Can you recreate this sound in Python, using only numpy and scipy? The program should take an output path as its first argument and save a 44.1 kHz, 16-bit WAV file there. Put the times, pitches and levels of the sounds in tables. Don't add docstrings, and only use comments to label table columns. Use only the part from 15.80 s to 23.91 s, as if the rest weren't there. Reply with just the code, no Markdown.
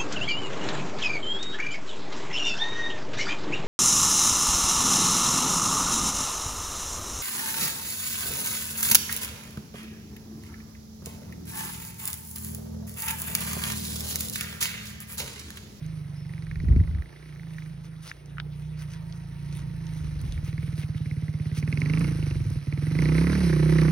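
import sys
import numpy as np
from scipy import signal
from scipy.fft import rfft, irfft, next_fast_len
from scipy.io import wavfile
from scipy.ndimage import uniform_filter1d

SR = 44100
rng = np.random.default_rng(int(sys.argv[2]) if len(sys.argv) > 2 else 0)


def digitize_waveform(pressure):
    field = np.atleast_2d(pressure).T
    bounded = np.clip(field, -1, 1)
    quanta = np.round(bounded * 32767).astype(np.int16)
    wavfile.write(sys.argv[1], SR, quanta)


N = 357651
TIME = np.arange(N) / SR

# time in seconds, firings per second.
ENGINE_SPEED = [(0.0, 25.67), (0.08, 26.96), (0.24, 23.86), (0.32, 24.54), (0.72, 22.09), (0.8, 23.07),
                (0.96, 26.58), (1.2, 27.26), (1.44, 31.32), (1.6, 27.19), (1.84, 25.75), (1.92, 28.28),
                (2.16, 25.93), (2.4, 29.89), (2.48, 28.69), (2.64, 30.08), (2.72, 29.16), (2.88, 31.05),
                (3.04, 30.03), (3.12, 26.68), (3.52, 28.14), (3.68, 29.36), (4.0, 26.99), (4.48, 23.94),
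                (4.56, 17.93), (4.64, 20.5), (4.72, 19.49), (4.88, 20.55), (5.04, 17.88), (5.2, 17.54),
                (5.28, 19.0), (5.44, 17.09), (5.76, 17.17), (5.84, 20.06), (5.92, 20.1), (6.08, 25.84),
                (6.16, 26.68), (6.24, 29.57), (6.48, 23.85), (6.64, 18.86), (6.72, 19.74), (6.8, 17.42),
                (6.88, 18.0), (7.12, 23.89), (7.2, 29.63), (7.36, 32.38), (7.52, 36.71), (7.6, 36.45),
                (7.68, 31.98), (7.76, 30.33), (7.92, 31.65), (8.11, 30.96)]


def from_db(db):
    return np.exp(np.asarray(db) * np.log(10) / 20)


def rms_one(x):
    return x / np.sqrt(np.mean(x ** 2) + 1e-20)


def in_time(rows):
    seconds, *columns = np.transpose(rows)
    return [np.interp(TIME, seconds, column) for column in columns]


def at_hz(points, hz):
    table_hz, values = np.array(points).T
    return np.interp(np.log(hz), np.log(table_hz), values)


def held(start_s, end_s, ramp_s):
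    return np.clip(np.minimum(TIME - start_s, end_s - TIME) / ramp_s + .5, 0, 1)


def bell(middle_s, half_s):
    return np.exp(-((TIME - middle_s) / half_s) ** 2)


def delayed(x, lag_s):
    return np.interp(TIME - lag_s, TIME, x, left=0)


def drift(rate):
    return rms_one(np.interp(TIME * rate, np.arange(8192), rng.standard_normal(8192)))


def cut(x, hz, kind, order=2):
    sections = signal.butter(order, hz, kind, fs=SR, output="sos")
    return signal.sosfilt(sections, x + 1e-18)


def resonate(x, modes):
    out = 0
    for k, (hz, width_hz, db) in enumerate(modes):
        r = np.exp(-np.pi * width_hz / SR)
        gain = (-1) ** k * from_db(db) * (1 - r * r) / 2
        feedback = [1, -2 * r * np.cos(2 * np.pi * hz / SR), r * r]
        out = out + signal.lfilter([gain, 0, -gain], feedback, x + 1e-18)
    return out


def bending(x, modes, ratio):
    out = 0
    for k, (hz, width_hz, db) in enumerate(modes):
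        r = np.exp(-np.pi * width_hz / SR)
        turn = np.exp(2j * np.pi * hz * np.cumsum(ratio) / SR)
        smooth = signal.lfilter([1 - r], [1, -r], (x + 1e-18) / turn)
        out = out + (-1) ** k * from_db(db) * 2 * (turn * smooth).real
    return out


def evened(x):
    power = uniform_filter1d(uniform_filter1d(x ** 2, size=SR // 9), size=SR // 12)
    return x / np.sqrt(np.abs(power) + 1e-14)


def coloured(spectrum, patchy_db):
    # frequency in Hz, correlation.
    likeness = [(60, 1), (250, 0.29), (600, 0.078), (2000, 1), (4500, 1), (10000, 1)]
    out = 0
    edges = 22 * 2 ** np.arange(0, 9.6, .5)
    white = rng.standard_normal((2, 2, N))
    for k, (low, high) in enumerate(zip(edges, edges[1:])):
        if high < spectrum[0][0] or low > spectrum[-1][0]:
            continue
        mid, side = cut(white[k % 2], [low, high], "band")
        hz = np.sqrt(low * high)
        alike = np.clip(at_hz(likeness, hz), -1, 1)
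        gain = from_db(at_hz(spectrum, hz) + patchy_db * drift(30))
        stereo = np.sqrt(1 + alike) * mid + np.sqrt(1 - alike) * side * [[1], [-1]]
        out = out + gain * stereo
    return rms_one(out)


def strokes(cycle, spread, lag_s=0):
    at = np.flatnonzero(np.diff(np.floor(cycle)) > 0) + int(lag_s * SR)
    clicks = np.zeros(N + SR)
    clicks[at] = from_db(spread * rng.standard_normal(512)[:len(at)])
    return clicks[:N]


def dying(clicks, decay_s):
    return signal.lfilter([1], [1, -np.exp(-1 / (decay_s * SR))], clicks + 1e-18)


def loudness(law):
    # time in seconds, distance in m.
    distance = [(0, 17.9), (2.1, 29), (2.95, 25.7), (3.5, 21.3), (4.4, 13.5), (5.7, 9.8), (6.7, 8.6),
                (7.4, 8.1), (8.11, 7.46)]
    # start and end in seconds, opening at the start (0 to 1).
    pulls = [(0.443, 1.23, 0.67), (1.25, 1.914, 0.55), (4.594, 5.783, 0.41), (5.796, 6.301, 0.92),
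             (6.412, 6.583, 0.3), (6.868, 7.14, 0.42), (7.132, 7.598, 0.7), (7.666, 8.214, 0.76)]
    reference_m, cruise_rate = 13.54, 29.47
    full_rate = 33.2
    twist_s, ease_per_s = 0.14, 0.1
    base_db, near_db, speed_db, throttle_db = law
    metres, = in_time(distance)
    firing_rate, = in_time(ENGINE_SPEED)
    throttle = 0
    for start_s, end_s, opening in pulls:
        eased = 1 - ease_per_s * (TIME - start_s)
        throttle = throttle + opening * eased * held(start_s, end_s, twist_s)
    halvings = np.log2(reference_m / metres)
    revving = np.minimum(firing_rate, full_rate) - cruise_rate
    return base_db + near_db * halvings + speed_db * revving + throttle_db * throttle


def forest_air(level_db=-55.0):
    # frequency in Hz, relative dB per Hz.
    air_colour = [(22, -23), (45, 5), (110, -4), (220, 10), (450, 8), (750, 3), (1700, -4), (3000, -5.5),
                  (6000, -19), (10000, -12.5), (15000, -14.5)]
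    return from_db(level_db) * coloured(air_colour, patchy_db=3.0)


def trees(x, t60=0.19, wet_db=-19, dull_hz=3500):
    t = TIME[:SR]
    scatter = cut(rng.standard_normal((2, SR)), dull_hz, "low")
    scatter *= from_db(-60 * t / t60) * (1 - np.exp(-t / 0.033))
    scatter *= np.sqrt(2 * dull_hz / SR / np.sum(scatter[0] ** 2))
    return from_db(wet_db) * signal.fftconvolve(x, scatter, axes=1)[:, :N]


def wind(breeze_db=-62, breeze_swing_db=-7):
    # middle in seconds, half length in seconds, level in dB.
    gust_swells = [(0.78, 0.089, -34), (0.942, 0.086, -17.5), (1.144, 0.085, -29.5), (3.847, 0.23, -40),
                   (4.253, 0.044, -40.5), (4.436, 0.12, -34.5), (4.582, 0.37, -40.5), (6.63, 0.14, -32.5)]
    # frequency in Hz, relative dB per Hz.
    wind_colour = [(22, -26), (42, 3.5), (62, 10), (100, 3), (200, -10), (400, -55.5), (900, -63),
                   (3000, -67)]
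    gusts = sum(from_db(db) * bell(s, half_s) for s, half_s, db in gust_swells)
    breeze = from_db(breeze_db + breeze_swing_db * drift(6.1))
    return (gusts + breeze) * coloured(wind_colour, patchy_db=2.5)


def bump(push_s=0.0011):
    # time in seconds, peak level in dB.
    pushes = [(0.836, -24), (0.882, -22.5), (.962, -12.5), (1.008, -20.5)]
    housing = [(132, 160, -3.5), (246, 130, -1), (520, 300, -4.5)]  # Hz, width in Hz, relative dB
    out = 0
    for s, db in pushes:
        thud = resonate(bell(s, push_s), housing)
        out = out + from_db(db) * thud / np.abs(thud).max()
    return out


def bird(quaver_hz=25):
    # start and end in seconds, Hz at the ends, Hz added in the middle, level in dB.
    notes = [(.357, 0.447, 4950, 420.4, -59), (0.456, .482, 5330, 30, -64)]
    out = 0
    for start_s, end_s, low_hz, arch_hz, db in notes:
        place = (2 * TIME - start_s - end_s) / (end_s - start_s)
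        arch = np.clip(1 - place ** 2, 0, 1)
        hz = low_hz + arch_hz * arch + quaver_hz * drift(133)
        gain = from_db(db + 3 * drift(91.5)) * held(start_s, end_s, .012)
        out = out + gain * np.sin(2 * np.pi * np.cumsum(hz) / SR)
    return out


def rustles(grain_db=3.0, stir_db=-64.5, stir_swing_db=3.5):
    # middle in seconds, length in seconds, level in dB.
    crushes = [(1.77, 0.1, -58), (2.063, 0.036, -53.5), (2.272, 0.069, -43.5), (3.01, 0.049, -48.5),
               (3.132, 0.058, -52.5), (3.773, 0.064, -47.5), (4.513, 0.1, -53.5), (4.674, 0.058, -50.5),
               (4.84, 0.064, -56), (5.008, 0.062, -47.5), (5.176, 0.018, -52), (5.777, 0.042, -41.5)]
    # frequency in Hz, relative dB per Hz.
    grass_colour = [(400, -5.5), (1500, -6), (2800, -1), (4000, -8), (6000, -4.5), (10000, -9),
                    (15000, -15)]
    swell = 0
    for s, length_s, db in crushes:
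        swell = swell + from_db(db) * np.exp(-np.abs(2 * (TIME - s) / length_s) ** 3 / 2)
    stir = from_db(stir_db + stir_swing_db * drift(11))
    crackle = rms_one(from_db(grain_db * drift(700)))
    return (swell + stir) * crackle * coloured(grass_colour, patchy_db=3.0)


def snaps(split_s=0.00064, splinter_s=0.0062, splinter_share=0.12, damping=0.3, upper_db=-6.0):
    # start in seconds, peak level in dB, lower and upper ring in Hz.
    breaks = [(0.063, -35.5, 6360, 12000), (2.27, -32, 8400, 11000), (2.315, -20.5, 1590, 2770),
              (2.459, -38, 6300, 9000), (2.571, -36, 1430, 2000), (2.583, -22, 1370, 2560),
              (2.6, -19.5, 1330, 3300), (3.136, -30.5, 3580, 8000), (3.325, -34.5, 3800, 6000),
              (3.726, -33, 4270, 9400), (4.068, -31.5, 3000, 6500), (4.4148, -25.5, 7750, 14000),
              (4.523, -25.5, 3400, 7700), (6.004, -30, 7300, 12000), (6.194, -25, 6991, 12000),
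              (6.702, -30, 6957, 13000)]
    out, t = np.zeros((2, N)), TIME[:SR // 30]
    tear = np.exp(-t / split_s) + splinter_share * np.exp(-t / splinter_s)
    for s, db, low_hz, high_hz in breaks:
        noise = rng.standard_normal(len(t)) + .5 * rng.standard_normal((2, len(t)))
        rings = [(low_hz, damping * low_hz, 0), (high_hz, damping * high_hz, upper_db)]
        crack = resonate(noise * tear, rings)
        start = int(s * SR)
        out[:, start:start + len(t)] += from_db(db) * crack / np.abs(crack).max()
    return out


def whine(level_db=-61.5, start_hz=940, sag_hz_per_s=20, octave_db=-5):
    # start, end and fade in seconds.
    turning = (2.85, 4.35, .3)
    hz = start_hz - sag_hz_per_s * (TIME - turning[0])
    gain = held(*turning) * from_db(level_db + 2.5 * drift(40))
    phase = 2 * np.pi * np.cumsum(hz + 30 * drift(110)) / SR
    return gain * (np.sin(phase) + from_db(octave_db) * np.sin(2 * phase))




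def clatter(cycle, tick_depth=1.0, grain_db=2.0, ring_db=-5):
    clatter_law = (-53, 10.5, 0.45, 1)
    # pitch in Hz, width in Hz, relative dB.
    metal_modes = [(1310, 200, 2), (1990, 16, -22), (2210, 770, 6), (4140, 160, 9), (4460, 570, 0),
                   (5980, 520, 5)]
    # frequency in Hz, relative dB per Hz.
    hiss_colour = [(300, 1.5), (700, 5), (1000, 0.5), (1400, 1.5), (2200, 6.5), (3300, -28), (4700, -1),
                   (6700, -22.5), (10000, 1.5), (15000, -41)]
    valves = strokes(cycle - .16, 3) + strokes(cycle - .8, 3)
    ticking = 1 + tick_depth * dying(valves, decay_s=0.033)
    pulse = rms_one(ticking * from_db(grain_db * drift(500)))
    noise = rng.standard_normal(N) + 0.2 * rng.standard_normal((2, N))
    metal = rms_one(resonate(pulse * noise, metal_modes))
    hiss = pulse * coloured(hiss_colour, patchy_db=1.0)
    mixed = hiss * from_db([[-1.2], [.2]]) + from_db(ring_db) * metal * from_db([[-3], [2]])
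    return from_db(loudness(clatter_law)) * mixed


def rasp(cycle, gulp_s=0.0064, grain_db=4.0, steady_share=0.19):
    rasp_law = (-62.5, 10, 1.05, 11.5)
    # pitch in Hz, width in Hz, relative dB.
    intake_modes = [(944, 220, 2.5), (1314, 290, 1.5), (1660, 410, 1), (2580, 730, -4)]
    bursts = steady_share + dying(strokes(cycle, 1.8, lag_s=0.0027), decay_s=gulp_s)
    air = bursts * from_db(grain_db * drift(900)) * rng.standard_normal(N)
    rough = rms_one(cut(resonate(air, intake_modes), 2500, "low", order=4))
    return from_db(loudness(rasp_law)) * rough * from_db([[-3], [2.4]])


def knock(cycle, own_share=0.5):
    knock_law = (-28.5, 5, 0, 22)
    # time in seconds, extra dB.
    accents = [(.624, 4.5), (.712, 6.5), (.758, 4.5), (.802, 3), (.963, 4.5), (1.222, 6), (1.36, -2),
               (1.392, -10), (1.783, 9), (1.822, 3.5), (4.579, 11.5), (4.63, -9), (4.729, 4.5), (4.78, 5),
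               (4.928, 4.5), (5.093, -15), (5.205, -16), (5.313, 2), (5.425, -5), (5.482, 1.5), (5.827, 3),
               (5.878, -4), (5.927, 3.5), (6.019, 4.5), (6.098, 2.5), (6.136, 3), (6.173, 1), (6.209, 0.5),
               (6.279, -1), (6.428, 10), (6.51, 8.5), (6.925, 5), (7.151, 4), (7.189, 7), (7.223, 9),
               (7.256, 9), (7.287, 5), (7.319, 3), (7.381, 9.5), (7.411, 4), (7.47, 7.5), (7.552, 10.5),
               (7.697, 6), (7.986, 8.5), (8.018, 5)]
    # time in seconds, pitch ratio.
    ring_pitch = [(.6, 1.08), (1.3, 1.017), (4.7, 1.095), (5.9, 1.144), (6.4, 1.26), (7.25, 1.09),
                  (7.5, 1.12), (7.7, 0.99), (8.11, 1.11)]
    # pitch in Hz before that ratio, width in Hz, relative dB.
    case_modes = [(853, 110, 7), (1420, 640, 4.5), (1838, 352, 12), (2290, 334, 3), (3900, 730, -9.5)]
    accent_db = sum(db * bell(s, .015) for s, db in accents)
    slaps = strokes(cycle, 1.1) * from_db(accent_db)
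    grit = rng.standard_normal(N) + own_share * rng.standard_normal((2, N))
    force = slaps + .085 * dying(slaps, decay_s=.003) * grit
    force = cut(force, 1700, "high")
    pitch, = in_time(ring_pitch)
    return from_db(loudness(knock_law)) * bending(force, case_modes, pitch) * from_db([[-3.2], [2.4]])


def exhaust(cycle, muffle_hz=212, gulp_hz=340):
    boom_law, chuff_law = (-39.5, 7.5, 2.5, 0), (-37.5, 5.5, -0.2, 4.5)
    thump_law, bark_law = (-30, 7.5, 0.6, 3.5), (-48.5, 16, 0.74, 7.5)
    # pitch in Hz (before any pitch ratio), width in Hz, relative dB.
    boom_modes, chuff_modes = [(57, 12, 0)], [(105, 48, 0)]
    thump_modes, bark_modes = [(152.5, 25.5, 5)], [(270, 143, 0), (367.8, 94, -1), (473, 57, -8)]
    # time in seconds, pipe pitch ratio,
    # silencer pitch ratio, second push share, intake gulp share, extra chuff in dB.
    voice = [(0, 0.98, 1.014, 0.15, .1, 0), (1.4, 1.17, 1.02, 0.21, .1, -6), (2.0, 0.93, 1.0, 0.12, .1, -5),
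             (2.9, 1.21, 1.024, 0.74, .1, 1), (4.4, 0.95, 1.002, 0.078, 0.15, -0.5),
             (5.75, 0.82, 1.014, 0.29, 0.26, -1.5), (6.0, 0.77, 0.99, 0.23, .6, -1.5),
             (6.22, 0.83, 1.05, 0.52, .8, -1), (6.41, 1.025, 1, 0.041, 0.046, 5),
             (6.9, .9, 0.948, 0.055, 0.071, -2), (7.28, 1.005, 1.07, 0.061, 0.43, 0.5),
             (7.5, 0.97, 1.084, 0.11, 0.12, 1.5), (7.62, 0.94, 1.16, 0.98, .05, 1.5),
             (7.77, 1.11, 1.054, 1, 0.038, -1), (8.11, 0.95, 1.096, 0.35, 0.054, -2.5)]
    # middle in seconds, half length in seconds,
    # depth in dB for the thump (boom and chuff sink less).
    sinks = [(1.358, 0.18, 15.5), (2.366, 0.12, 13.5), (3.507, 0.12, 3), (4.483, 0.15, 5), (6.49, 0.21, 2),
             (7.52, 0.24, 2.5)]
    bark_scatter_db = -66.5
    misfire_s = 6.82
    turbulence = .013
    bounce_s, bounce_share = 0.01069, 0.08
    push_lag, gulp_lag = .178, .57

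    pipe_pitch, silencer_pitch, push_share, gulp_share, round_db = in_time(voice)
    dip_db = sum(depth_db * bell(s, half_s) for s, half_s, depth_db in sinks)
    boom_db = loudness(boom_law) - 0.84 * dip_db
    chuff_db = loudness(chuff_law) + round_db - 0.58 * dip_db
    thump_db = loudness(thump_law) - dip_db
    bark_db = 10 * np.log10(10 ** (loudness(bark_law) / 10) + 10 ** (bark_scatter_db / 10))

    burn = np.where(np.abs(TIME - misfire_s) < .025, .2, 1)
    puffs = burn * strokes(cycle - .04, .4, lag_s=.003)
    fronts = burn * strokes(cycle, .5, lag_s=-.001)
    boom = cut(resonate(puffs, boom_modes), 100, "low", order=4)
    boom = cut(boom, 56.0, "high", order=4)
    chuff = cut(resonate(puffs, chuff_modes), 153.4, "low", order=3)
    chuff = cut(chuff, 54.0, "high", order=3)
    first_chamber = bending(delayed(fronts, 0.0014), thump_modes, silencer_pitch)
    second_chamber = bending(first_chamber, thump_modes, silencer_pitch)
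    thump = cut(second_chamber, muffle_hz, "low", order=4)

    pushes = push_share * strokes(cycle - push_lag, .5, lag_s=-.001)
    wake = turbulence * dying(fronts, decay_s=.012) * rng.standard_normal(N)
    gas = fronts + pushes + wake
    gulps = gulp_share * cut(strokes(cycle - gulp_lag, 0.89), gulp_hz, "low")
    pipe = bending(gas + bounce_share * delayed(gas, bounce_s) + gulps, bark_modes, pipe_pitch)
    bark = cut(cut(pipe, 551, "low", order=4), 172.5, "high", order=4)

    lows = from_db(boom_db) * evened(boom) + from_db(chuff_db) * evened(chuff)
    highs = from_db(thump_db) * evened(thump) + from_db(bark_db) * evened(bark)
    return lows * from_db([[-.4], [.4]]) + highs * from_db([[-2.2], [1.9]])


def scene():
    # start, end and ramp in seconds, shading in dB.
    hidden = (2.59, 2.83, 0.42, 24)
    first_cycle = .734
    firing_rate, = in_time(ENGINE_SPEED)
    cycle = first_cycle + np.cumsum(firing_rate) / SR
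    start_s, end_s, ramp_s, shade_db = hidden
    shade = from_db(-shade_db * held(start_s, end_s, ramp_s))
    shaded = shade * (knock(cycle) + rasp(cycle) + clatter(cycle))
    bike = exhaust(cycle) + shaded + whine()
    nearby = rustles() + snaps() + wind() + bump() + bird()
    return bike + trees(bike) + forest_air() + nearby


def record(dry, shade_hz=570, shade_q=0.82, cutoff_hz=15800):
    # frequency in Hz, phase in radians.
    port_phase = [(30, 0), (500, 0.5), (1100, 1.13), (1720, -1.9), (2500, 1.43), (3620, 0.96), (5170, 1.26),
                  (6100, 1.02), (7500, 2.5), (9730, 1.04), (12500, 1.02)]
    # frequency in Hz, width in Hz.
    treble_dips = [(7100, 1120), (7750, 650), (13600, 5260)]
    left = dry[0] - 0.73 * signal.lfilter(*signal.iirpeak(shade_hz, shade_q, fs=SR), dry[0])
    size = next_fast_len(N + SR // 10)
    bin_hz = np.maximum(np.arange(size // 2 + 1) * SR / size, 1)
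    turned = rfft(dry[1], size) * np.exp(-1j * at_hz(port_phase, bin_hz))
    right = irfft(turned, size)[:N]
    heard = np.array([left, right])
    for hz, width_hz in treble_dips:
        heard = signal.lfilter(*signal.iirnotch(hz, hz / width_hz, fs=SR), heard)
    return signal.sosfilt(signal.ellip(10, .1, 80, cutoff_hz, fs=SR, output="sos"), heard)


dry = scene()
out = record(dry)
digitize_waveform(out)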